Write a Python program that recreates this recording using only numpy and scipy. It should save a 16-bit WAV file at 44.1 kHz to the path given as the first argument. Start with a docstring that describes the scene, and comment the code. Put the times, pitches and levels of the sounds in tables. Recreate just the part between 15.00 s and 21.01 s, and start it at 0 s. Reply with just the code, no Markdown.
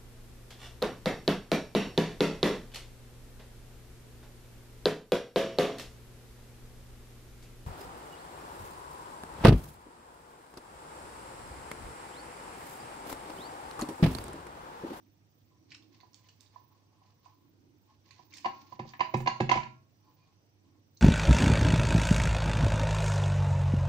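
"""A steel baking tray is handled and pushed into an oven in a small kitchen.
Throughout, a fan hums (noise, motor tone, resonated noise); a thin whine (band noise) throbs on the right.
From 0.5 s baking paper ticks (noise bursts) and rustles (clumped grains), the tray rubs (friction on modes).
From 1 s light knocks, at 3.4-4.6 s clangs and thuds (struck modes of tray, rack and oven body, with rumble).
From 5 s faint rubbing and squeaks (friction through resonances), then two last ticks."""
import sys
import numpy as np
from scipy import signal
from scipy.io import wavfile

SR = 44100
rng = np.random.default_rng(int(sys.argv[2]) if len(sys.argv) > 2 else 0)


def amp(db):
    return 10 ** (np.asarray(db, float) / 20)


def write(x):
    x = np.atleast_2d(x).T
    wavfile.write(sys.argv[1], SR, np.round(np.clip(x, -1, 1) * 32767).astype(np.int16))


N = 265041


def rms_one(x):
    """Scale to unit rms."""
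    return x / np.sqrt(np.mean(x ** 2) + 1e-20)


def sos_filter(x, order, edge_hz, kind="low"):
    """Butterworth filter."""
    return signal.sosfilt(signal.butter(order, edge_hz, kind, fs=SR, output="sos"), x)


def in_time(rows):
    """Curve columns, one value a sample."""
    s, *columns = np.transpose(rows)
    return [np.interp(np.arange(N) / SR, s, c) for c in columns]


def at_hz(points, hz):
    """Read a table on a log-frequency axis."""
    table_hz, value = np.transpose(points)
    return np.interp(np.log(hz), np.log(table_hz), value)


def drift(rate_hz):
    """Slow random curve of unit rms: two-pole noise, one value per 40 samples, interpolated."""
    r = np.exp(-2 * np.pi * rate_hz * 40 / SR)
    noise = rng.standard_normal(N // 40 + 2002)
    slow = signal.lfilter([1], [1, -2 * r, r * r], noise)[2000:]   # settled part
    return np.interp(np.arange(N) / 40, np.arange(len(slow)), rms_one(slow))


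def ring(x, hz, t60_s):
    """Two-pole resonance: a unit click starts a decaying sine of height 1."""
    r, w = amp(-60 / (t60_s * SR)), 2 * np.pi * hz / SR
    return signal.lfilter([0, np.sin(w)], [1, -2 * r * np.cos(w), r * r], x + 1e-18)


def sides(pan_db):
    """Left and right gains; positive is left."""
    return amp(np.outer([.5, -.5], pan_db))


def coloured(spectrum, patchy_db, alike):
    """Third-octave bands of two-sided noise, each with its level, flicker and likeness; rms 1."""
    out = 0
    edges_hz = 25 * 2 ** np.arange(0, 9.5, 1 / 3)
    white = rng.standard_normal((2, 2, N))   # neighbouring bands use different noise
    for k, (low, high) in enumerate(zip(edges_hz, edges_hz[1:])):
        hz = np.sqrt(low * high)
        if hz > spectrum[0][0]:
            mid, side = sos_filter(white[k % 2], 2, [low, high], "band")
            likeness = np.clip(at_hz(alike, hz), -1, 1)
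            gain = amp(at_hz(spectrum, hz) + patchy_db * drift(23))
            out = out + gain * (np.sqrt(1 + likeness) * mid + np.sqrt(1 - likeness) * side * [[1], [-1]])
    return rms_one(out)


def spells(rows, swell_db_per_s, fade_db_per_s):
    """Gain per level column: every row swells to its level, holds, fades; powers add."""
    t, power = np.arange(0, N + 64, 64) / SR, 0
    for s, hold_s, *level_db in rows:
        before_s, after_s = np.maximum(s - t, 0), np.maximum(t - s - abs(hold_s), 0)
        under_db = swell_db_per_s * before_s + fade_db_per_s * after_s
        power = power + amp(np.subtract.outer(level_db, under_db)) ** 2
    return [np.interp(np.arange(N) / SR, t, np.sqrt(p)) for p in power]


# air noise: (frequency [Hz], relative density [dB per Hz])
AIR_SPECTRUM = [(15, -63), (25, -30.5), (70, -16), (80, -10), (102, -4), (223, -15), (326, -16.5),
                (624, -23), (936, -24), (1130, -29), (4140, -32.5), (5880, -34.5), (12500, -51),
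                (14800, -41), (16000, -35)]
# air noise: (frequency [Hz], left-right likeness [-1..1])
AIR_LIKENESS = [(60, 0.9), (180, 0.75), (550, 0.26), (1650, -0.365), (4970, 0.019), (15000, -0.029)]


def fan_air():
    """Broadband air noise with flickering bands."""
    return amp(-69) * coloured(AIR_SPECTRUM, 1.8, AIR_LIKENESS) * sides(-1.2)


def fan_motor():
    """Sine of wandering pitch and level."""
    turns = np.cumsum(100.5 + 2.11 * drift(1.3)) / SR
    level = amp(-71 + 0.93 * drift(6.16))
    return level * np.sqrt(2) * np.sin(2 * np.pi * turns) * sides(-7.0)


# narrow noisy tones: (frequency [Hz], width [Hz])
FAN_TONES = [(305, 83), (4860, 51), (5780, 240)]
# lowest tone swells and sinks: (time [s], level [dB])
DRONE = [(0, -67.5), (.3, -82), (.7, -68), (1.14, -76), (1.4, -80.5), (1.75, -72.5), (2.2, -87.5),
         (2.45, -70.5), (2.8, -69.5), (3.0, -77.5), (3.35, -69.5), (5.0, -76), (5.5, -82.5), (5.72, -72),
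         (6.01, -80.5)]
# two high tones: level [dB]
WHISTLES_DB = [-93, -87.5]


def fan_tones():
    """Noise twice through a sharp resonance; likeness of sides falls with pitch."""
    out = 0
    drone_db, = in_time(DRONE)
    for (hz, width_hz), level_db in zip(FAN_TONES, [drone_db] + WHISTLES_DB):
        noise = rng.standard_normal((2, N)) + 350 / hz * rng.standard_normal(N)
        t60_s = np.log(1000) / (np.pi * width_hz)
        tone = rms_one(ring(ring(noise, hz, t60_s), hz, t60_s))
        out = out + amp(level_db + 2.7 * drift(3.7)) * tone * sides(-6.0)
    return out


def fan():
    """Fan: air noise, motor tone and wavering narrow noisy tones."""
    return fan_air() + fan_motor() + fan_tones()


# spells above the constant level: (time [s], hold [s], level [dB])
WHINE_SPELLS = [(0.0, 0.175, -86.5), (.32, 0.152, -82.5), (.85, 0.25, -88), (1.14, 0.314, -83),
                (1.6, 0.145, -80), (2.15, 0.36, -86), (2.8, 0.058, -83.5), (3.06, 0.0157, -85.5),
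                (3.25, 0.498, -77), (3.89, 0.1, -76.5), (4.08, .09, -72.5), (4.19, 0.028, -65.5),
                (4.4, 0.01, -80.5), (4.92, 0.153, -92), (5.11, 0.046, -78.5), (5.97, 0.036, -73.5)]


def whine():
    """Narrow high noise band that throbs unevenly, almost only on the right."""
    rest_db, throb_hz, depth_db = -90, 24, 6.0
    band = sos_filter(rng.standard_normal(N), 4, [14800, 15560], "band")
    phase = 2 * np.pi * throb_hz * np.arange(N) / SR + 2.3 * drift(2.2)
    throb = amp(depth_db * np.sin(phase) + 0.86 * drift(18))
    level = amp(rest_db) + spells(WHINE_SPELLS, swell_db_per_s=261.5, fade_db_per_s=505)[0]
    return level * rms_one(band * throb) * amp(np.array([[-22], [5]]))


# echo decay: (frequency [Hz], t60 [s])
KITCHEN_T60 = [(100, 0.76), (500, 0.29), (2000, 0.302), (8000, 0.351)]


def kitchen(x):
    """Dense echo: octave bands of noise that build up and die; sides alike in the bass only."""
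    build_s, thin_hz = 0.0014, 600
    t, echo = np.arange(SR // 2) / SR, 0
    for hz in 90 * 2. ** np.arange(8):
        noise = rng.standard_normal((2, len(t))) + 400 / hz * rng.standard_normal(len(t))
        band = rms_one(sos_filter(noise, 2, [hz / np.sqrt(2), hz * np.sqrt(2)], "band"))
        band = band * np.sqrt(min(hz / thin_hz, 1))   # weaker in the bass
        echo = echo + np.sqrt(hz) * band * amp(-60 * t / at_hz(KITCHEN_T60, hz))
    echo = echo * (1 - np.exp(-t / build_s))
    return signal.fftconvolve(x, echo / np.sqrt(np.sum(echo ** 2) / 2), axes=1)[:, :N]


# paper: (frequency [Hz], relative density [dB per Hz])
RUSTLE_SPECTRUM = [(710, -37.5), (1200, -9), (1990, 5.5), (3530, 4), (4810, 10.5), (6480, 3), (9000, -78.5),
                   (9970, -40), (14000, -44)]


def paper_rustle():
    """Paper friction: coloured noise under clumped random grains; rms 1."""
    grains = amp(3.6 * np.minimum(rng.exponential(1, N), 4) + 2.5 * drift(60))
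    grain_gain = signal.lfilter([.1], [1, -.9], grains)
    return rms_one(grain_gain * coloured(RUSTLE_SPECTRUM, 0.27, [(1000, 0.19), (9000, 0.14)]))


# stir of the tray's modes from the second on: level [dB]
RUBBED_DB = [-20, -23, -1.5, 3.5, -2, 4.5, 4.5, -6, -12.5, -23]


def tray_rubbing(friction):
    """Friction keeps the tray's low modes humming, damped to half their free t60; rms 1."""
    out = 0
    for (hz, _, t60_s), stir_db in zip(TRAY_MODES[1:], RUBBED_DB):
        out = out + amp(stir_db + 2 * drift(7)) * ring(friction, hz, .5 * t60_s)
    return rms_one(out)


SWELL_DB_PER_S, FADE_DB_PER_S = 451, 175.5
# squeak pitches: (frequency [Hz], relative level [dB])
SQUEAK_PITCHES = [(2430, 5), (2980, -7.5), (4520, 5)]
# squeaks on the rails: (time [s], hold [s], level [dB])
SQUEAKS = [(5.05, 0.0432, -85), (5.19, 0.042, -77), (5.27, .03, -96.5)]


def rail_squeak(friction):
    """Friction through sharp resonances, in short spells."""
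    tone = rms_one(sum(amp(db) * ring(friction, hz, t60_s=0.134) for hz, db in SQUEAK_PITCHES))
    return tone * spells(SQUEAKS, SWELL_DB_PER_S, FADE_DB_PER_S)[0]


# shifts of tray or paper: (time [s], hold [s], paper level [dB], rubbing level [dB])
SHIFTS = [(0.52, 0.0255, -91.5, -77.5), (0.715, 0.0064, -61.5, -71.5), (0.79, 0.014, -81, -74),
          (0.94, 0.0056, -66, -75.5), (1.005, 0.05, -73.5, -73), (1.14, 0.067, -72, -79),
          (1.25, 0.0294, -67, -74), (1.41, 0.0494, -68.5, -76.5), (1.54, 0.0334, -69, -67),
          (1.72, 0.12, -80, -74.5), (1.93, 0.034, -84.5, -73), (2.04, 0.069, -72.5, -69.5),
          (2.25, 0.0142, -67.5, -68), (2.4, 0.041, -91, -75.5), (2.9, 0.0085, -73.5, -69),
          (3.07, 0.123, -66.5, -76), (3.19, 0.00407, -65, -68.5), (3.32, 0.106, -63, -69),
          (3.55, 0.16, -66, -69.5), (3.72, 0.01, -65.5, -59.5), (3.88, 0.0265, -61, -66.5),
          (5.05, 0.086, -80, -75), (5.19, 0.117, -77, -75.5), (5.65, 0.117, -86.5, -83.5)]


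def handling():
    """Each shift swells, holds and fades paper rustle and tray rubbing; squeaks share the friction."""
    rustle, rub = spells(SHIFTS, SWELL_DB_PER_S, FADE_DB_PER_S)
    friction = rng.standard_normal(N) + .6 * rng.standard_normal((2, N))
    friction = friction * amp(3.5 * drift(30))
    moved = rustle * paper_rustle() * sides(-2.5) + rub * tray_rubbing(friction) * sides(0.48)
    return moved + rail_squeak(friction)


# ticks of paper and blade: (time [s], peak level [dB], centre [Hz], left-right [dB],
# width [octaves, held to 0.2..3], crack over snap [dB])
TICKS = [(0.7046, -48.5, 4360, -8.5, 0.63, 4.5), (0.7183, -36, 2972, 1, 1.34, 4),
         (0.7457, -37.5, 3530, 0.5, 1.82, -7.5), (0.8246, -54.5, 3940, -7.5, 0.79, 9),
         (0.943, -57.5, 3420, 15.5, 1.9, -4), (1.002, -46, 2640, 2, 1.15, -9),
         (1.009, -53.5, 4380, -15, 0.55, -1), (1.1324, -50.5, 5460, -6.5, 0.43, 18),
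         (1.1441, -35.5, 5300, -6, 1.1, 21), (1.243, -59.5, 2630, 9, 0.94, 0.),
         (1.2861, -45, 4165, 1.5, 1.27, -3.5), (1.4075, -35.5, 7460, -8.5, 1.53, 21.5),
         (1.4161, -50.5, 5880, 0.5, 0.49, 9), (1.46, -55.5, 4030, -6, 0.46, -2.5),
         (2.253, -60.5, 3000, -14.5, 2.7, 4), (3.108, -49, 3280, -18, 1.6, 5.5),
         (3.321, -51.5, 2190, 7, 0.39, -8), (3.3285, -50, 5600, -13, 0.43, 4),
         (3.335, -41.5, 2250, 2, 0.7, -5), (3.3386, -39.5, 5080, -9.5, 0.91, 1.5),
         (3.3566, -40.5, 4930, 2.5, 0.83, 9.), (3.3685, -37.5, 5670, -10.5, 3.2, 7),
         (3.3725, -38, 5180, -11, 0.71, 11.5), (3.382, -37.5, 3900, 7, 1.52, 3.5),
         (3.89, -50, 4770, -17.5, 0.78, -6), (3.9351, -41, 1868, 4.5, 1.3, 3),
         (4.168, -41, 7610, -1.5, 0.88, -5), (4.203, -34.5, 9670, -2.5, 2.36, 0.5),
         (4.407, -36.5, 11600, 0, 1.43, -5), (4.514, -34, 8800, 1, 0.767, 11),
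         (5.968, -52.5, 4280, 6.5, 0.26, 0.), (5.972, -45, 5710, -4.5, 0.328, 1)]


def ticks():
    """Each tick is a sharp crack and a snap of noise round its centre with a short crinkling tail."""
    rise_s, snap_s, tail_s = 0.00073, 0.0014, 0.01
    crinkle_db, grain_db = -4.5, 5
    out, t = np.zeros((2, N)), np.arange(6000) / SR
    for s, peak_db, hz, pan_db, octaves, crack_db in TICKS:
        burst = rng.standard_normal((2, len(t))) + rng.standard_normal(len(t))
        decay = np.exp(-t / snap_s) + amp(crinkle_db) * np.exp(-t / tail_s)
        burst = burst * decay * (1 - np.exp(-t / rise_s))
        grains = np.minimum(rng.exponential(1, len(t) // 40), 2).repeat(40)
        burst = burst * amp(grain_db * grains)
        burst[:, 8] += 6 * amp(crack_db)
        lag = int(rng.uniform(.0004, .0012) * SR)
        burst[:, lag:] += .8 * burst[:, :-lag].copy()   # a bounce off the tray colours it
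        edges_hz = hz * 2 ** (np.clip(octaves, .2, 3) * np.array([-.5, .5]))
        burst = sos_filter(burst, 2, edges_hz, "band")
        at = round(s * SR)
        tick = amp(peak_db) * sides(pan_db) * burst / np.abs(burst).max()
        out[:, at:at + len(t)] += tick[:, :N - at]
    return out


# blows of the tray, often a light touch then the main hit: (time [s], relative crash level [dB],
# relative oven body level [dB], relative tray level [dB], left-right [dB])
BLOWS = [(1.029, -70.5, -64.5, -62.5, -3), (1.557, -98, -72.5, -55.5, -5.5), (2.014, -85.5, -83, -66, 5.5),
         (2.256, -82.5, -79.5, -62, 5), (3.191, -70, -61.5, -56.5, -4.5), (3.4442, -39, -49.5, -35, -3.5),
         (3.4554, -30, -35, -29.5, 6), (3.721, -56.5, -52, -49, -3), (3.7921, -43, -35, -46.5, -1.5),
         (3.85, -70.5, -47.5, -81, 4), (3.934, -45, -90, -50, 4), (3.993, -42.5, -43, -41.5, -4.5),
         (4.0045, -25.5, -33.5, -26, -1), (4.139, -32, -22.5, -36.5, -2), (4.201, -47, -39, -78.5, -4.5),
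         (4.259, -36.5, -38, -35.5, -3.5), (4.2714, -21.5, -29.5, -25.5, 0),
         (4.4017, -30.5, -21, -39, -2.5), (4.4916, -23.5, -29.5, -30.5, 3.5),
         (4.512, -21.5, -28.5, -26, -9.5), (4.52, -37.5, -46.5, -24, 6), (4.538, -30.5, -42, -35.5, 2.5),
         (4.554, -32.5, -29.5, -45.5, 2.5), (4.572, -34, -40.5, -34.5, -2.5),
         (4.63, -38.5, -54.5, -62.5, 4.5)]
BLOW_S, CRASH_DB, BODY_DB, TRAY_DB, BLOW_PAN_DB = np.transpose(BLOWS)
# times when the boom is cut short
HUSHES_S, HUSH_DB_PER_S = (3.89, 4.255, 4.71), 602
# between these the two ports face opposite sides of the sheet
OPPOSED_HZ = (1229.4, 3000)


def strike(modes, level_db, contact_s, spread_db, side_db, detune, ring_s, rise_s,
           clank_t60_s=.01, clank_db=-99, hushed=False):
    """Each blow swells the modes and lets them ring, each with its own delay, detuning and direction."""
    over_crash_db = BODY_DB - CRASH_DB
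    # blows on the oven body are brighter above 2 kHz; crashes on the rails barely stir its lowest panels
    hardness_db_per_octave = 3.5 + 0.1341 * over_crash_db
    thinness_db_per_octave = 3.4 * np.maximum(-over_crash_db, 0)
    hz, mode_db, t60_s = np.transpose(list(modes))[:, :, None].astype(np.float32)
    late_s = contact_s * rng.random(hz.shape, np.float32)
    aim_db = side_db * rng.standard_normal(len(hz))
    opposed = (OPPOSED_HZ[0] < hz) & (hz < OPPOSED_HZ[1])
    facing = np.array([np.where(opposed, -1, 1)[:, 0], np.ones(len(hz))])
    chance = rng.standard_normal((len(BLOW_S), 2, len(hz), 1), np.float32)
    out, t = np.zeros((2, N + SR)), np.arange(int(ring_s * SR), dtype=np.float32) / SR
    for k, at in enumerate(np.round(BLOW_S * SR).astype(int)):
        since = np.maximum(t - late_s, 0)   # the bending wave takes time to spread
        dying = 1000 ** (-since / t60_s) + float(amp(clank_db)) * 1000 ** (-since / clank_t60_s)
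        detuned_hz = hz * (1 + detune * chance[k, 0])   # each blow detunes every mode a little at random
        waves = dying * (1 - np.exp(-since / rise_s)) * np.sin(2 * np.pi * detuned_hz * since)
        gain_db = level_db[k] + mode_db + spread_db * chance[k, 1]
        gain_db = gain_db + hardness_db_per_octave[k] * np.log2(np.maximum(hz / 2000, 1))
        gain_db = gain_db + thinness_db_per_octave[k] * np.log2(np.minimum(hz / 260, 1))
        sound = (facing * amp(gain_db[:, 0]) * sides(BLOW_PAN_DB[k] + aim_db)) @ waves
        if hushed:
            hush_s = min(h for h in HUSHES_S if h > BLOW_S[k])
            sound = sound * amp(-HUSH_DB_PER_S * np.maximum(BLOW_S[k] + t - hush_s, 0))
        out[:, at:at + len(t)] += sound
    return out[:, :N]


# oven body modes: (frequency [Hz], relative level [dB], t60 [s])
OVEN_MODES = [(129.34, -5.5, 0.445), (153.32, -8.5, 0.21), (188.6, -11, 0.18), (226.56, -6.5, 0.162),
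              (281.6, -12.5, 0.068), (356.9, -6.5, 0.12), (430, -30.5, 0.015), (525, -9, 0.0442),
              (625.8, -24, 0.04), (793.3, -7, 0.06), (1149, -14.5, 0.011)]


def oven_body():
    """Struck panels boom; after each listed time, earlier booms die faster."""
    return strike(OVEN_MODES, BODY_DB - 0.5, contact_s=0.002952, spread_db=0.86, side_db=0.0, detune=0.0013,
                  ring_s=0.49, rise_s=0.000916, clank_t60_s=0.061, clank_db=-0.5, hushed=True)


def deep_rumble(body):
    """Low-passed noise follows the smoothed strength of the boom."""
    cutoff_hz, lag_s = 28.95, 0.033
    deep = rms_one(sos_filter(rng.standard_normal(N), 2, cutoff_hz))
    keep = np.exp(-1 / (lag_s * SR))
    strength = signal.lfilter([1 - keep], [1, -keep], np.abs(body).mean(axis=0))
    return amp(-15) * deep * strength * sides(-1.4)


# oven wire rack modes: (frequency [Hz], relative level [dB], t60 [s])
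RACK_MODES = [(1378, -9.5, 0.71), (1604, -11, 0.37), (1917, -7.5, 0.32), (1899, -16.5, 0.47),
              (2225, -8.5, .2), (2400, -1.5, .31), (2498, -7.5, 0.25), (2524, -5, 0.4), (2537, -7, .35),
              (2724, -0.5, .31), (2914, -5, .34), (3020, -8, .3), (3381, -4, .22), (3752, -8.5, 0.39),
              (3940, -12.5, 0.31), (4514, -8, 0.28), (4727, -4, .3), (5010, -10, 0.12), (5200, -8, 0.14),
              (5577, -15, .25), (5852, -17, 0.23), (6336, -9.5, .22)]


def wire_rack():
    """Every crash shakes the wires; each has a twin of slightly different pitch and half the t60."""
    twins = [(hz * (1 + .012 * rng.standard_normal()), db, t60_s / 2) for hz, db, t60_s in RACK_MODES]
    flutter = amp(1.1 * drift(40))
    return flutter * strike(RACK_MODES + twins, CRASH_DB - 30.0, contact_s=0.0044, spread_db=3.0, side_db=7.0,
                            detune=.003, ring_s=0.24, rise_s=0.0012)


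# tray low modes: (frequency [Hz], relative level [dB], t60 [s])
TRAY_MODES = [(648.3, -10, 0.53), (725.6, -10, 0.17), (768, 8, 0.026), (813.8, -2.5, 0.079),
              (863.4, -8, 0.28), (990.7, 4, 0.16), (1018, -6, 0.44), (1077.9, -2, 0.365),
              (1091.2, -14.5, 0.8), (1744, -11.5, 0.3), (2113, -21.5, 0.12), (4756, -15, 0.039),
              (685.6, -5.5, 0.058)]


def tray_ring():
    """Low modes ring, unevenly damped on loose rails; a clank dies in the gripping hand."""
    tray = strike(TRAY_MODES, TRAY_DB - 20.5, contact_s=0.003154, spread_db=3.0, side_db=9.5, detune=0.006,
                  ring_s=.42, rise_s=0.00187, clank_t60_s=0.0611, clank_db=11.0)
    return tray * amp(1.4 * drift(28))


# tray upper modes: (frequency [Hz], relative level [dB])
SHEET_LEVEL = [(680, -32), (1150, -10.5), (1350, -10.5), (1700, -0.5), (2150, 3.5), (2820, 7.5), (3190, -6),
               (4610, -6), (5310, -14), (6540, -13), (7980, -37), (8690, -55.5), (11000, -61.5),
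               (14300, -92), (22000, -120)]
# tray upper modes: (frequency [Hz], t60 before random spread [s])
SHEET_T60 = [(1200, 0.058), (3000, 0.012), (9000, 0.059)]


def tray_crash():
    """The tray's crowded upper modes, 80 scattered over log frequency, crash."""
    hz = np.geomspace(1200, 9500, 80) * amp(0.087 * rng.standard_normal(80))
    uneven = amp(1.5 * rng.standard_normal(80))
    modes = zip(hz, at_hz(SHEET_LEVEL, hz), at_hz(SHEET_T60, hz) * uneven)
    return strike(modes, CRASH_DB - 15, contact_s=.0055, spread_db=4, side_db=4, detune=.03,
                  ring_s=.09, rise_s=.0004)


def scene():
    """Near sounds and their echo, dulled by the microphone ports, over rumble, fan and whine."""
    body = oven_body()
    boom = sos_filter(body, 5, 108, "high")   # too small to radiate deep bass
    ringing = tray_ring() + wire_rack()
    sharp = tray_crash() + ticks()
    echo = kitchen(sharp + amp(-2.5) * boom + amp(-2.5) * ringing)
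    near = sharp + boom + ringing + amp(-5) * echo + handling()
    dulled = sos_filter(near, 6, 7300) + amp(-17.5) * near
    dulled[0] -= 0.8 * sos_filter(dulled[0], 1, 3000, "high")   # left port faces away, loses treble
    return dulled + deep_rumble(body) + fan() + whine()


def band_limit(x):
    """A steep low-pass at the top of the band."""
    return signal.sosfilt(signal.butter(12, 16260, fs=SR, output="sos"), x)


def record(dry):
    """The microphone cuts the deepest bass and the top."""
    dry = sos_filter(dry, 1, 25, "high")
    dry = signal.sosfilt(signal.cheby2(10, 40, 16300, fs=SR, output="sos"), dry)
    return band_limit(dry)


dry = scene()
out = record(dry)
write(out)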